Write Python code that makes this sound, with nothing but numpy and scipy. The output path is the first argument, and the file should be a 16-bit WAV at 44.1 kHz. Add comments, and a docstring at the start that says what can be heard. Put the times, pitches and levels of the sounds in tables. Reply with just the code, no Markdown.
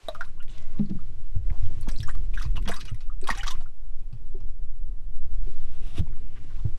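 """On a small boat on open water, fish stir and thrash in the live well, heard from close by.
Tails slap up spray, and air trapped by fins and drops rings as bubbles, the smaller the higher;
the resonances and echoes of the plastic tank colour it all. The carpeted hatch bumps open and
later drops shut, squeezing out the air beneath it. A sleeve rustles by friction, blows ring
the panels of the hull, and a breeze buffets the microphone."""
import sys
import numpy as np
from scipy import signal
from scipy.fft import rfft, irfft
from scipy.io import wavfile
from scipy.ndimage import uniform_filter1d

SR = 44100
rng = np.random.default_rng(int(sys.argv[2]) if len(sys.argv) > 2 else 0)


def unload_wav(signal):
    """Save mono or channel-first audio to the path in sys.argv[1] as 16-bit WAV at rate SR, clipped to [-1, 1]."""
    wavfile.write(
        sys.argv[1],
        SR,
        np.round(np.clip(np.atleast_2d(signal).T, -1, 1) * 32767).astype(np.int16),
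    )


N = 298998
TIME = np.arange(N) / SR
TOP_HZ = 15300

# Spectra of open water, slow sway and rumble of air, rubbed cloth, churned bubbles, foam and
# tearing water. Each row: frequency in Hz, relative level in dB.
LAKE_SPECTRUM = [(260, -37.5), (450, -5.5), (1020, -16.5), (1240, -19), (2820, -24), (3670, -25),
                 (5220, -28), (12200, -32), (15000, -59)]
SWAY_SPECTRUM = [(4, 2), (8, 7.5), (14, -5), (22, -8)]
RUMBLE_SPECTRUM = [(18, -14.5), (30, 9.5), (50, -11), (90, -6.5), (130, -14), (200, -23.5), (400, -30),
                   (900, -69)]
CLOTH_SPECTRUM = [(240, -23), (400, -13), (458, -38), (723, -10.5), (949, -12.5), (1060, -13.5),
                  (2290, -13), (3050, -13.5), (8060, -22), (15000, -43)]
CHURN_SPECTRUM = [(240, -68), (400, -23), (465, 9), (576, -15), (1070, -4.5), (1370, -3), (1570, -5),
                  (2510, 7.5), (5860, -12), (6920, -14), (15000, -18)]
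FOAM_SPECTRUM = [(3500, -12), (5200, -4), (8500, 1), (15000, -16)]
SLOSH_SPECTRUM = [(700, -25), (1150, -10), (1900, 8), (2600, -2.5), (3600, 9.5), (4600, -24), (5700, 3),
                  (6800, -11), (11000, -11.5), (15000, -19)]
# The breeze: a deep rumble and a flutter above it. Each row: time in seconds, deep rumble in dB, flutter in dB.
RUMBLE_LEVELS = [(0.14, -44, -55.5), (1.0, -38, -47.5), (1.31, -39, -54), (1.36, -28, -54),
                 (1.58, -28, -45), (2.6, -26.5, -46), (2.84, -36.5, -45.5), (2.95, -32.5, -57.5),
                 (3.64, -35.5, -48.5), (3.75, -41, -60), (4.46, -36.5, -52), (4.48, -35.5, -57.5),
                 (5.1, -36, -56.5), (5.16, -31.5, -58), (5.39, -30, -49.5), (6.25, -39, -46.5),
                 (6.49, -41, -47), (6.6, -27, -48.5)]
# A faint hiss at the start, fading away; the later rows are sleeve rustle.
# Each row: start in seconds, level in dB, build-up and T60 in seconds.
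RUSTLE_SWELLS = [(0, -60.5, 0.00087, 1.5), (.478, -64.5, 0.002, 5.5), (1.42, -63, 0.16, 6.9),
                 (5.27, -64, 0.18, 6.1), (6.3, -63.5, 0.23, 4.1)]
# Resonances excited by rubbing. Each row: centre in Hz, width in Hz, level in dB.
RUB_MODES = [(416, 15, 3.5), (627, 31, 3), (1088, 46, 0), (1490, 72, -10), (2027, 43, -5), (2440, 35, -15)]
# Hand, sleeve and shoe on carpet.
# Each row: start in seconds, level in dB, centre in Hz, width in octaves, length in seconds.
CARPET_SCUFFS = [(.478, -54, 2500, 1.0, 0.007), (0.48, -60, 3200, 0.7, 0.14), (0.49, -57, 3350, 0.6, 0.015),
                 (.49, -63.5, 7140, 0.56, 0.052), (0.577, -52, 3600, 1.6, 0.01),
                 (0.62, -62, 5800, .7, .011), (0.788, -53.5, 2170, 1.7, 0.01),
                 (0.893, -58, 3150, 1.6, 0.018), (1.463, -56, 520, 0.61, 0.028),
                 (1.494, -50.5, 2000, 0.71, 0.018), (1.498, -54, 573, 1.6, 0.085),
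                 (1.704, -50.5, 545, 1.1, 0.0084), (5.432, -67.5, 2760, 1.6, 0.1),
                 (6.047, -70, 2520, 0.58, 0.53), (6.072, -67.5, 2300, 0.31, 0.026),
                 (6.119, -62.5, 1620, 0.76, 0.026), (6.16, -59, 816, 1.0, 0.023),
                 (6.354, -54, 1550, 1.45, 0.037), (6.493, -59, 1360, 0.91, 0.045),
                 (6.543, -61.5, 1720, 1.6, 0.036), (6.575, -60.5, 1090, 0.6, 0.048),
                 (6.582, -65, 3240, .4, .03)]
# Fine spatter landing. Each row: start in seconds, level in dB, centre in Hz, length in seconds.
SPATTER_PUFFS = [(1.897, -59.5, 8400, 0.038), (1.953, -63, 7100, 0.074), (2.072, -50.5, 8000, 0.0085),
                 (2.098, -58.5, 8550, 0.023), (2.409, -67, 8740, 0.015), (2.511, -62, 9800, .008),
                 (2.706, -46.5, 8000, 0.025), (2.757, -61, 8200, 0.029), (2.897, -62, 9500, 0.011),
                 (3.21, -54, 7350, 0.01), (3.27, -49.5, 8740, .018), (3.315, -55, 8240, 0.02),
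                 (3.375, -51, 8100, 0.019), (3.475, -45, 8000, .022), (3.5, -54, 7800, 0.016)]
# Fins, tails and heavy drops striking the water.
# Each row: start in seconds, level in dB, trim of the body in dB, trim of the fizz in dB.
WATER_SLAPS = [(0.084, -38, 10.5, 0), (0.1468, -44, 6, -6.5), (0.2078, -35.5, -3, -13),
               (0.244, -46, -7, -29), (0.4257, -46.5, -22, -3.5), (1.266, -60, -11, -8),
               (1.8103, -53.5, -20, 14.5), (1.8859, -31.5, -18, -8), (1.916, -53, -13, -4),
               (2.002, -47, -24, 4), (2.0287, -42, -25, 0), (2.0895, -40.5, 4, -5), (2.148, -47, 1, -5),
               (2.3436, -46.5, -18, -3), (2.397, -35, -25, -10), (2.4239, -35, -25, -9),
               (2.5642, -47.5, 12, -12), (2.6236, -47, -20.5, -1), (2.676, -30, 7.5, -16),
               (2.6879, -29.5, 2.5, -4.5), (2.719, -47, -29, -6), (2.7416, -35, -3, -1.5),
               (2.7581, -40, -9, -5), (2.798, -45, -28, -3), (2.8107, -35, -24, -20),
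               (2.8525, -39, -8.5, -6.5), (2.8794, -48, -25, -11), (2.945, -46, -9, -4),
               (3.0059, -44, -2, -15), (3.214, -48.5, -23.5, -5), (3.2418, -40.5, -2, -5),
               (3.272, -30, -32, -7), (3.288, -25, 8, -22), (3.3022, -22, -22, -7.5),
               (3.349, -32.5, -17, -14), (3.375, -33, -18, -3), (3.4335, -31, -9.5, -12),
               (3.478, -28.5, -19, -25), (3.505, -42, -25, -8), (3.549, -45, -3, -35),
               (3.6063, -48, 10.5, -19), (3.991, -57, -24, -5.5), (4.128, -51.5, -3, -11),
               (4.404, -55.5, 3, -18)]
# Churning after a slap: a louder and a fainter layer fading together.
# Each row: level in dB relative to the slap, build-up and T60 in seconds.
STIR_LAYERS = [(-17.5, 0.026, 0.33), (-37.5, .03, 0.37)]
# Single bubbles. Each row: start in seconds, pitch in Hz, level in dB, glide in starting
# pitches per second.
SINGLE_BUBBLES = [(.085, 3780, -29, 14), (.15, 1237, -32.5, 1), (0.209, 1476, -28, 0),
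                  (0.377, 1090, -51, 1.5), (0.402, 1335, -48, 5.5), (0.403, 2640, -45, 8),
                  (.86, 4500, -46, -16), (.989, 1300, -53, 2.5), (1.659, 3140, -46.5, 8),
                  (1.829, 4150, -46.5, -3), (1.912, 588, -47.5, -1), (1.915, 5760, -37, -4),
                  (1.962, 3970, -42, 13), (1.977, 5140, -41, 24), (1.986, 5000, -40, 4.5),
                  (2.004, 3340, -38, 67), (2.032, 1630, -40, 7), (2.032, 5220, -35, 7),
                  (2.148, 1224, -46.5, -1), (2.338, 2330, -39, 0), (2.375, 1582, -31.5, -0.5),
                  (2.091, 7540, -40, 8), (2.809, 4340, -36, 7), (3.273, 2940, -34, 67),
                  (2.412, 1274, -39.5, 3), (2.568, 2730, -36, 5.5), (2.678, 3370, -31, 8),
                  (2.694, 633, -36.5, 8), (2.728, 1003, -33.5, 7.5), (2.737, 3630, -34, 14),
                  (2.764, 1175, -37.5, 4), (2.785, 1276, -38, -6), (2.804, 4280, -36, 30),
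                  (2.882, 2760, -41, 5), (2.886, 1285, -48, -1), (3.098, 1220, -46.5, 5),
                  (2.424, 5200, -38, 4), (2.676, 4300, -42, 27), (2.765, 4280, -30.5, 18),
                  (3.241, 4480, -38, 21), (3.381, 5600, -36, 19), (3.408, 2790, -31, 19.5),
                  (3.479, 3760, -27, 12.5), (3.481, 5570, -28, 26), (3.254, 1230, -45, 6.5),
                  (3.302, 1785, -20.5, 25), (3.324, 1043, -31, 5.5), (3.466, 1070, -29.5, 5.5),
                  (3.477, 3150, -27.5, 49), (3.658, 1260, -50, 14)]
# Air pockets collapsing behind a fin. Each row: start in seconds, pitch in Hz, level in dB.
AIR_POCKETS = [(1.873, 840, -31.5), (2.578, 1020, -32), (2.718, 1700, -18), (3.287, 1450, -23),
               (3.292, 994, -13), (3.482, 1060, -28)]
# Bubbles that ring all the way up. Each row: start in seconds, pitch in Hz, level in dB, ascent
# in seconds, top pitch before sag in Hz, time constant of the climb in seconds, held share in dB.
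RISING_BUBBLES = [(0.085, 646, -21, .222, 2217, 0.043, -24.5), (2.082, 1115, -35, 0.025, 2320, 0.024, 3.5),
                  (2.716, 1366, -35, 0.015, 2140, 0.0088, -13), (3.371, 802, -45, 0.075, 1010, 0.016, 0),
                  (3.392, 1736, -38.5, .021, 3580, 0.0105, 0), (3.432, 1483, -30, 0.013, 2070, 0.013, -15),
                  (3.507, 988, -36, 0.057, 1530, 0.017, -9.5)]
# Air resonances of the tank. Each row: frequency in Hz, T60 in seconds, level in dB.
TANK_MODES = [(590, 0.3, -22), (1015, 0.29, -11.5), (1227, 0.088, 1), (1990, 0.055, 5), (2630, .09, -6.5),
              (3273, 0.07, 10), (3850, 0.063, -7), (5820, 0.031, 6.5)]
# Blows on hatch, tank wall and hull.
# Each row: start in seconds, main pitch in Hz, level in dB, T60 of the longest mode in seconds.
PANEL_BLOWS = [(0.795, 205, -18, 0.2), (.894, 313.6, -41, 0.23), (.908, 188.6, -22, 0.11),
               (0.953, 182, -29, 0.11), (1.358, 88.5, -19.5, 0.16), (1.51, 61.4, -9.5, 0.048),
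               (1.626, 85, -25, 0.28), (1.768, 99.6, -33, 0.15), (1.701, 288, -44, 0.042),
               (1.88, 220, -23, 0.029), (1.998, 106.6, -23, 0.14), (2.456, 111.6, -25, 0.15),
               (2.55, 108, -19, 0.021), (2.666, 195.5, -34, 0.25), (2.695, 460, -27, 0.035),
               (2.918, 112, -25, 0.14), (3.225, 380, -39.5, 0.15), (3.306, 210, -27.5, 0.057),
               (4.128, 114.6, -31.5, 0.177), (4.345, 380.5, -42, 0.16), (5.19, 592, -60, 0.047),
               (5.468, 381.4, -47, 0.2), (5.982, 304, -28.5, 0.049), (5.993, 83, -14.5, 0.12),
               (6.007, 157, -22.5, 0.11), (6.069, 900, -51, 0.041), (6.445, 282, -41.5, 0.034),
               (6.646, 332, -49.5, 0.36), (6.651, 104.5, -14, 0.097)]
# Modes of a panel. Each row: multiple of the main pitch, level in dB, share of the blow's T60.
PANEL_MODES = [(.74, -2, 0.84), (1, 6.5, 0.8), (1.26, -14.5, 1), (1.94, -15.5, 0.61), (2.898, -41, 0.27)]
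# Sheets of water swept aside by a fish.
# Each row: start in seconds, level in dB, length in seconds, tilt towards the treble in dB.
WATER_SHEETS = [(1.875, -45, .03, -4), (2.33, -52, 0.1, 0.5), (2.409, -46.5, 0.074, 1),
                (2.553, -44, 0.032, 1), (2.653, -42, .02, 1.5), (2.675, -35.5, 0.037, -3.5),
                (2.717, -37, 0.015, 1), (2.728, -48, .035, -3), (2.757, -45.5, .02, 8),
                (2.793, -46.5, 0.032, 5.5), (2.869, -50, 0.054, 0.5), (3.267, -37, .03, -3.5),
                (3.297, -38, 0.026, -2), (3.361, -46, 0.086, 2), (3.439, -42, .022, 1.5),
                (3.459, -38.5, 0.034, 3.5), (3.477, -30.5, 0.013, 4), (3.499, -40.5, 0.026, 7)]
# Resonances of the gap under the hatch. Each row: centre in Hz, width in Hz, level in dB.
GAP_MODES = [(753, 180, 3.5), (1210, 550, -0.5), (1970, 520, -0.5), (2660, 590, 2.5), (3460, 510, 2.5),
             (5400, 1200, -6.5), (8550, 3400, -12)]


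def undb(db):
    """Amplitude grows tenfold with every 20 dB."""
    return 10 ** (np.asarray(db) / 20)


def unit(x):
    """Normalisation to an rms of 1."""
    return x / np.sqrt(np.mean(x ** 2) + 1e-20)


def add(out, s, x):
    """Superposition: x joins out from s seconds on."""
    i = max(int(s * SR), 0)
    out[i:i + len(x)] += x[:max(len(out) - i, 0)]


def band(x, lo_hz, hi_hz, order=2):
    """Causal band-pass filtering."""
    sos = signal.butter(order, [lo_hz, min(hi_hz, .45 * SR)], "band", fs=SR, output="sos")
    return signal.sosfilt(sos, x)


def colour(x, spectrum):
    """Spectral shaping that falls away past both ends of the spectrum; rms 1."""
    hz, db = np.transpose(spectrum)
    f = np.maximum(np.arange(N // 2 + 1) * SR / N, 1)
    skirts = np.minimum(f / hz[0], 1) ** 2 * np.minimum(hz[-1] / f, 1) ** 4
    gain = undb(np.interp(np.log(f), np.log(hz), db))
    return unit(irfft(rfft(x) * gain * skirts, N))


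def walk(per_s):
    """Random fluctuation made of smoothed steps; rms 1."""
    k = int(SR / per_s)
    steps = np.repeat(rng.standard_normal(N // k + 1), k)
    return unit(uniform_filter1d(uniform_filter1d(steps, k), k)[:N])


def ring(t60, rise_s):
    """Time axis and envelope of a build-up with exponential decay, 60 dB in t60 seconds."""
    t = np.arange(int((t60 + 2 * rise_s) * SR) + 2) / SR
    return t, np.exp(-np.log(1000) * t / t60) * (1 - np.exp(-t / rise_s))


def crackle(per_s, spread_db):
    """Shot noise: independent clicks of uneven size; rms 1."""
    clicks = (rng.random(N) < per_s / SR) * rng.choice([-1, 1], N)
    return unit(clicks * undb(spread_db * np.minimum(rng.exponential(size=N), 3)))


def puff(x, s, hz, octaves, length_s):
    """Windowing: one band of x, taken from s seconds on, swells and fades."""
    n = int(length_s * SR)
    half = 2 ** (abs(octaves) / 2)
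    stretch = band(x[int(s * SR):][:n], hz / half, hz * half, order=3)
    return np.sqrt(np.abs(np.hanning(n))) * unit(stretch)


def lake(level_db=-68.5):
    """Open water gives a faint broadband noise of nearly steady level."""
    return colour(rng.standard_normal(N), LAKE_SPECTRUM) * undb(level_db + 0.49 * walk(7.1))


def breeze(split_hz=58):
    """Pressure fluctuations on the microphone: infrasonic sway, deep rumble and flutter above it."""
    times, *levels = np.transpose(RUMBLE_LEVELS)
    deep_db, flutter_db = (np.interp(TIME, times, db) for db in levels)
    sway = unit(np.tanh(.5 * colour(rng.standard_normal(N), SWAY_SPECTRUM)))
    sway = unit(band(sway, 2, 14, order=3)) * undb(-18.5 + 0.32 * (deep_db - deep_db.mean()))
    rumble = colour(rng.standard_normal(N), RUMBLE_SPECTRUM) * undb(2.4 * walk(22))
    deep = unit(band(rumble, 12.8, split_hz, order=3)) * undb(deep_db)
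    flutter = unit(band(rumble, split_hz, 2900, order=3)) * undb(flutter_db + 2)
    return signal.windows.tukey(N, .02) * (sway + deep + flutter)


def rustle(cloth_db=2, modes_db=-8, slide_at_s=0.53, slide_length_s=0.32):
    """Stick-slip friction: fibres catch, let go and excite resonances; hand and shoe scuff carpet."""
    swells, slide = np.zeros((2, N))
    for s, db, rise_s, t60 in RUSTLE_SWELLS:
        add(swells, s, undb(db) * ring(t60, rise_s)[1])
    # The hand slides along the hollow hatch before it swings back.
    add(slide, slide_at_s, undb(-63.5) * signal.windows.tukey(int(slide_length_s * SR), .2))
    fibres = crackle(7000, spread_db=3)
    modes = unit(sum(undb(db + 2 * walk(20)) * band(fibres, hz - width / 2, hz + width / 2, order=1)
                     for hz, width, db in RUB_MODES))
    cloth = undb(cloth_db) * colour(fibres, CLOTH_SPECTRUM) * swells
    out = (cloth + modes * (undb(modes_db) * swells + slide)) * undb(1.2 * walk(45))
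    grit = crackle(3000, spread_db=2.9)
    for s, db, hz, octaves, length_s in CARPET_SCUFFS:
        add(out, s, undb(db) * puff(grit, s, hz, octaves, length_s))
    return out


def stirring(idle_db=-88, lead_s=0.0068):
    """Incoherent sources add in power: each slap raises the surface's agitation, which then decays."""
    power = np.full(N, undb(idle_db) ** 2)
    for stir_db, rise_s, t60 in STIR_LAYERS:
        env = ring(t60, rise_s)[1]
        for s, db, *_ in WATER_SLAPS:
            # A fin moves the water before it breaks the surface.
            add(power, s - lead_s, (undb(db + stir_db) * env) ** 2)
    return np.sqrt(power)


def bubble(hz, t60, glide):
    """Trapped air is a damped oscillator whose pitch climbs as it nears the surface."""
    t, env = ring(t60, 0.0005)
    return env * np.sin(2 * np.pi * hz * (t + glide * t * t / 2))


def churn(count=3200, level_db=-5):
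    """Many small bubble resonances merge into a noise that follows the stirring."""
    out = np.zeros(N)
    for when, size, life, loud, climb in rng.random((count, 5)):
        hz = 750 * 9 ** size
        t60 = (7 + 22 * life) / hz
        add(out, when * N / SR, undb(8 * loud) * bubble(hz, t60, 0.084 * climb / t60) * np.sqrt(hz))
    return colour(out, CHURN_SPECTRUM) * stirring() * undb(level_db)


def foam(count=6000, spread_db=16, cycles=22):
    """Tiny bubbles resonate high and briefly, and sum to a steady fizz; rms 1."""
    out = np.zeros(N)
    for when, size, loud in rng.random((count, 3)):
        hz = 3800 * 4 ** size
        add(out, when * N / SR, undb(spread_db * loud) * hz * bubble(hz, cycles / hz, glide=40))
    return colour(out, FOAM_SPECTRUM)


def wash(surge_db=-10, foam_db=-10, patchy_db=4):
    """Modulated noise: stirred water surges against the walls, foam fizzes, spatter lands in puffs."""
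    surge = unit(band(rng.standard_normal(N), 230, 520)) * undb(surge_db + patchy_db * walk(40))
    fizz = foam()
    out = (surge + fizz * undb(foam_db + patchy_db * walk(83))) * stirring()
    for s, db, hz, length_s in SPATTER_PUFFS:
        add(out, s, undb(db) * puff(fizz, s, hz, 0.72, length_s))
    return out


def bubble_burst(t60, lo_hz, hi_hz, cycles, count):
    """Tiny resonators thin out, with the total energy of a noise that decays from rms 1 over t60."""
    out = np.zeros(int((t60 + .04) * SR))
    for when, size, life, loud, climb in rng.random((count, 5)):
        hz = lo_hz * (hi_hz / lo_hz) ** size
        ring_s = cycles * (0.24 + life) / hz
        delay = when ** 2  # densest in the first instant
        gain = undb(4.7 * loud - 69 * delay) * np.sqrt(hz)
        add(out, 0.38 * t60 * delay, gain * bubble(hz, ring_s, 0.19 * climb / ring_s))
    return out * np.sqrt(t60 * SR / (2 * np.log(1000)) / np.sum(out ** 2))


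def slaps(t60=0.08, tear_s=0.0011, patchy_db=3):
    """An impact snaps, displaces water (body), tears it (spray, fizz) and entrains bubbles."""
    body = unit(band(rng.standard_normal(N), 520, 1250, order=3))
    spray = unit(band(crackle(5000, spread_db=4.5), 1400, 5800, order=3))
    fizz = unit(band(crackle(5000, spread_db=6), 6500, 14000))
    spray, fizz = (unit(x * undb(patchy_db * walk(230))) for x in (spray, fizz))
    body_env, spray_env, fizz_env, bubbles = np.zeros((4, N))
    for s, db, body_db, fizz_db in WATER_SLAPS:
        add(body_env, s, undb(db + body_db - 7) * ring(0.65 * t60, tear_s)[1])
        add(spray_env, s, undb(db - 13) * ring(t60, tear_s)[1])
        add(fizz_env, s, undb(db + fizz_db - 11) * ring(0.59 * t60, 0.0018)[1])
        add(fizz_env, s, undb(db + fizz_db - 8) * ring(0.0029, .0001)[1])  # snap of contact
        add(bubbles, s, undb(db - 11) * bubble_burst(t60, 1500, 6120, cycles=14, count=28))
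        mist = bubble_burst(0.52 * t60, 7840, 10740, cycles=32, count=10)
        add(bubbles, s, undb(db + fizz_db - 11) * mist)
    return body_env * body + spray_env * spray + fizz_env * fizz + bubbles


def plops(t60_at_1khz=0.057, pocket_cycles=22, pocket_glide=4.9, linger_db=-14, wobble=0.042):
    """Bubble resonance: smaller ones die sooner, and a wobbling shape modulates pitch and level."""
    out = np.zeros(N)
    warp_s = np.cumsum(wobble * walk(600)) / SR
    rings = [(s, hz, db, pocket_cycles / hz, pocket_glide) for s, hz, db in AIR_POCKETS]
    for s, hz, db, glide in SINGLE_BUBBLES:
        t60 = t60_at_1khz * (1000 / hz) ** 0.77
        depth = 1 / (1 + abs(glide) / 3.2)  # a bubble that stays deep glides little and lingers
        rings += [(s, hz, db, t60, glide), (s, hz, db + linger_db, t60 * 2.9 * depth, glide)]
    for s, hz, db, t60, glide in rings:
        t, env = ring(t60, 0.0003)
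        t = t + np.interp(s + t, TIME, warp_s) - np.interp(s, TIME, warp_s)
        add(out, s, undb(db) * env * np.sin(2 * np.pi * hz * (t + glide * t * t / 2)))
    return out * undb(3.5 * walk(700))


def bloops(wobble=0.1, full_sag=0.15, sag_s=0.0356, deep_ascent_s=0.22, first_t60=0.085, held_t60=1):
    """A bubble's pitch follows its depth: it sags when pushed down and sweeps up near the surface."""
    out = np.zeros(N)
    unsteady = wobble * walk(500)
    for s, hz, db, ascent_s, top_hz, climb_s, held_db in RISING_BUBBLES:
        t = np.arange(int(ascent_s * SR)) / SR
        climb = np.expm1(t / climb_s) / np.expm1(ascent_s / climb_s)
        sag = full_sag * (1 - np.exp(-t / sag_s)) * min(ascent_s / deep_ascent_s, 1) ** 2
        pitch = hz * (1 - sag) + (top_hz - hz) * climb
        pitch *= 1 + np.sqrt(climb) * np.interp(s + t, TIME, unsteady)
        held = min(undb(held_db), 1)
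        env = (1 - held) * undb(-60 * t / first_t60) + held * undb(-60 * t / held_t60)
        env *= (1 - np.exp(-t / 0.000077)) * (1 - climb ** 2)  # sharp onset, silent at the surface
        add(out, s, undb(db) * env * np.sin(2 * np.pi * np.cumsum(pitch) / SR))
    return out


def falling_drops(count=3, flight_s=0.061, spread_db=10, lo_hz=2200, hi_hz=8500, cycles=24):
    """Impact and entrainment: each drop thrown up by a slap ticks as it lands and traps a bubble."""
    pings, ticks = np.zeros((2, N))
    for (s, slap_db, *_), thrown in zip(WATER_SLAPS, rng.random((len(WATER_SLAPS), count, 4))):
        drop_db = -48 + 0.58 * (slap_db + 34)  # harder slaps throw louder drops
        for height, size, loud, climb in thrown:
            hz = lo_hz * (hi_hz / lo_hz) ** size
            gain = undb(drop_db + spread_db * (loud - height))
            lands_s = s + flight_s * height
            add(pings, lands_s, gain * bubble(hz, cycles / hz, 25 * climb))
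            add(ticks, lands_s, gain * np.ones(1))
    return pings + undb(-4) * band(ticks, 2500, 11500)


def tank(direct, modes_db=-13, echo_t60=0.07):
    """Cavity resonance and quick wall reflections follow the direct sound in the open tank."""
    t, env = ring(echo_t60, 0.00057)
    echoes = band(rng.standard_normal(len(t)), 470, 8100, order=1) * env
    response = np.zeros(SR // 3)
    add(response, .0015, undb(-2) * echoes / np.sqrt(np.sum(echoes ** 2)) / 2)
    for hz, t60, db in TANK_MODES:
        t, env = ring(t60, 0.00028)
        add(response, 0, undb(modes_db + db) * 300 / SR * env * np.cos(2 * np.pi * hz * t))
    return direct + signal.fftconvolve(direct, response)[:N]


def knocks(build_cycles=0.71, thud_db=-20):
    """Padded blows excite panel modes, the deeper blows building more slowly; carpet adds a thud."""
    modes, contact = np.zeros((2, N))
    for s, hz, db, t60 in PANEL_BLOWS:
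        rise_s = build_cycles / hz
        for multiple, mode_db, share in PANEL_MODES:
            t, env = ring(t60 * share, rise_s)
            add(modes, s, undb(db + mode_db) * env * np.sin(2 * np.pi * hz * multiple * t))
        add(contact, s, undb(db) * hz / 200 * ring(0.058, rise_s)[1])
    return modes + undb(thud_db) * contact * unit(band(rng.standard_normal(N), 140, 650))


def sloshes(hiss_db=-6, patchy_db=7, lo_hz=900, hi_hz=6500, pivot_hz=2600, count=34, cycles=14):
    """Sheet break-up: swept water swells and tears into patchy hiss and short, rising bubble tones."""
    low_env, high_env, bubbles = np.zeros((3, N))
    swarms = rng.random((len(WATER_SHEETS), count, 5))
    for (s, db, length_s, tilt_db), swarm in zip(WATER_SHEETS, swarms):
        swell = np.sin(np.pi * np.linspace(0, 1, int(length_s * SR)) ** 0.63) ** 2
        add(low_env, s, undb(db - tilt_db) * swell)
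        add(high_env, s, undb(db + tilt_db) * swell)
        plips = np.zeros(len(swell) + SR // 20)
        for when, size, life, loud, climb in swarm:
            hz = lo_hz * (hi_hz / lo_hz) ** size
            t60 = cycles * (.5 + life) / hz
            plip_db = 13 * loud + tilt_db * np.log2(hz / pivot_hz)
            gain = swell[int(when * len(swell))] * undb(plip_db) * np.sqrt(hz)
            add(plips, when * length_s, gain * bubble(hz, t60, 0.4 * climb / t60))
        add(bubbles, s, undb(db - 3) * plips * np.sqrt(np.sum(swell ** 2) / np.sum(plips ** 2)))
    tearing = colour(crackle(9000, spread_db=3.5), SLOSH_SPECTRUM)
    low = low_env * band(tearing, 400, pivot_hz)
    high = high_env * band(tearing, pivot_hz, TOP_HZ)
    hiss = sum(x * unit(undb(patchy_db * walk(220))) for x in (low, high))
    return bubbles + undb(hiss_db) * hiss


def hatch_air(falls_s=5.4, shuts_s=6.003, fastest_s=0.023, seal_s=0.021, level_db=-43):
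    """Squeeze flow: air escapes through the carpet faster as the gap narrows, until the hatch seals."""
    noise = crackle(9000, spread_db=3.2)
    hiss = sum(undb(db) * band(noise, hz - width / 2, hz + width / 2) for hz, width, db in GAP_MODES)
    speed = (fastest_s / np.maximum(shuts_s - TIME, fastest_s)) ** 1.09
    falling = np.clip((TIME - falls_s) / 0.05, 0, 1)
    unsealed = np.clip((shuts_s - TIME) / seal_s + .5, 0, 1)
    return unit(hiss) * undb(level_db + 2 * walk(70)) * speed * falling * unsealed


def scene():
    """All sources superpose in one channel; only the water in the well excites the tank."""
    water = plops() * undb(-0.5) + bloops() + slaps() + sloshes() + falling_drops() + churn() + wash()
    return (tank(water) + knocks() + rustle() + hatch_air() + breeze() + lake())[None]


def record(dry):
    """Band limiting: a steep low-pass removes the highest treble."""
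    return signal.sosfilt(signal.ellip(8, .2, 70, TOP_HZ, fs=SR, output="sos"), dry)


dry = scene()
out = record(dry)
unload_wav(out)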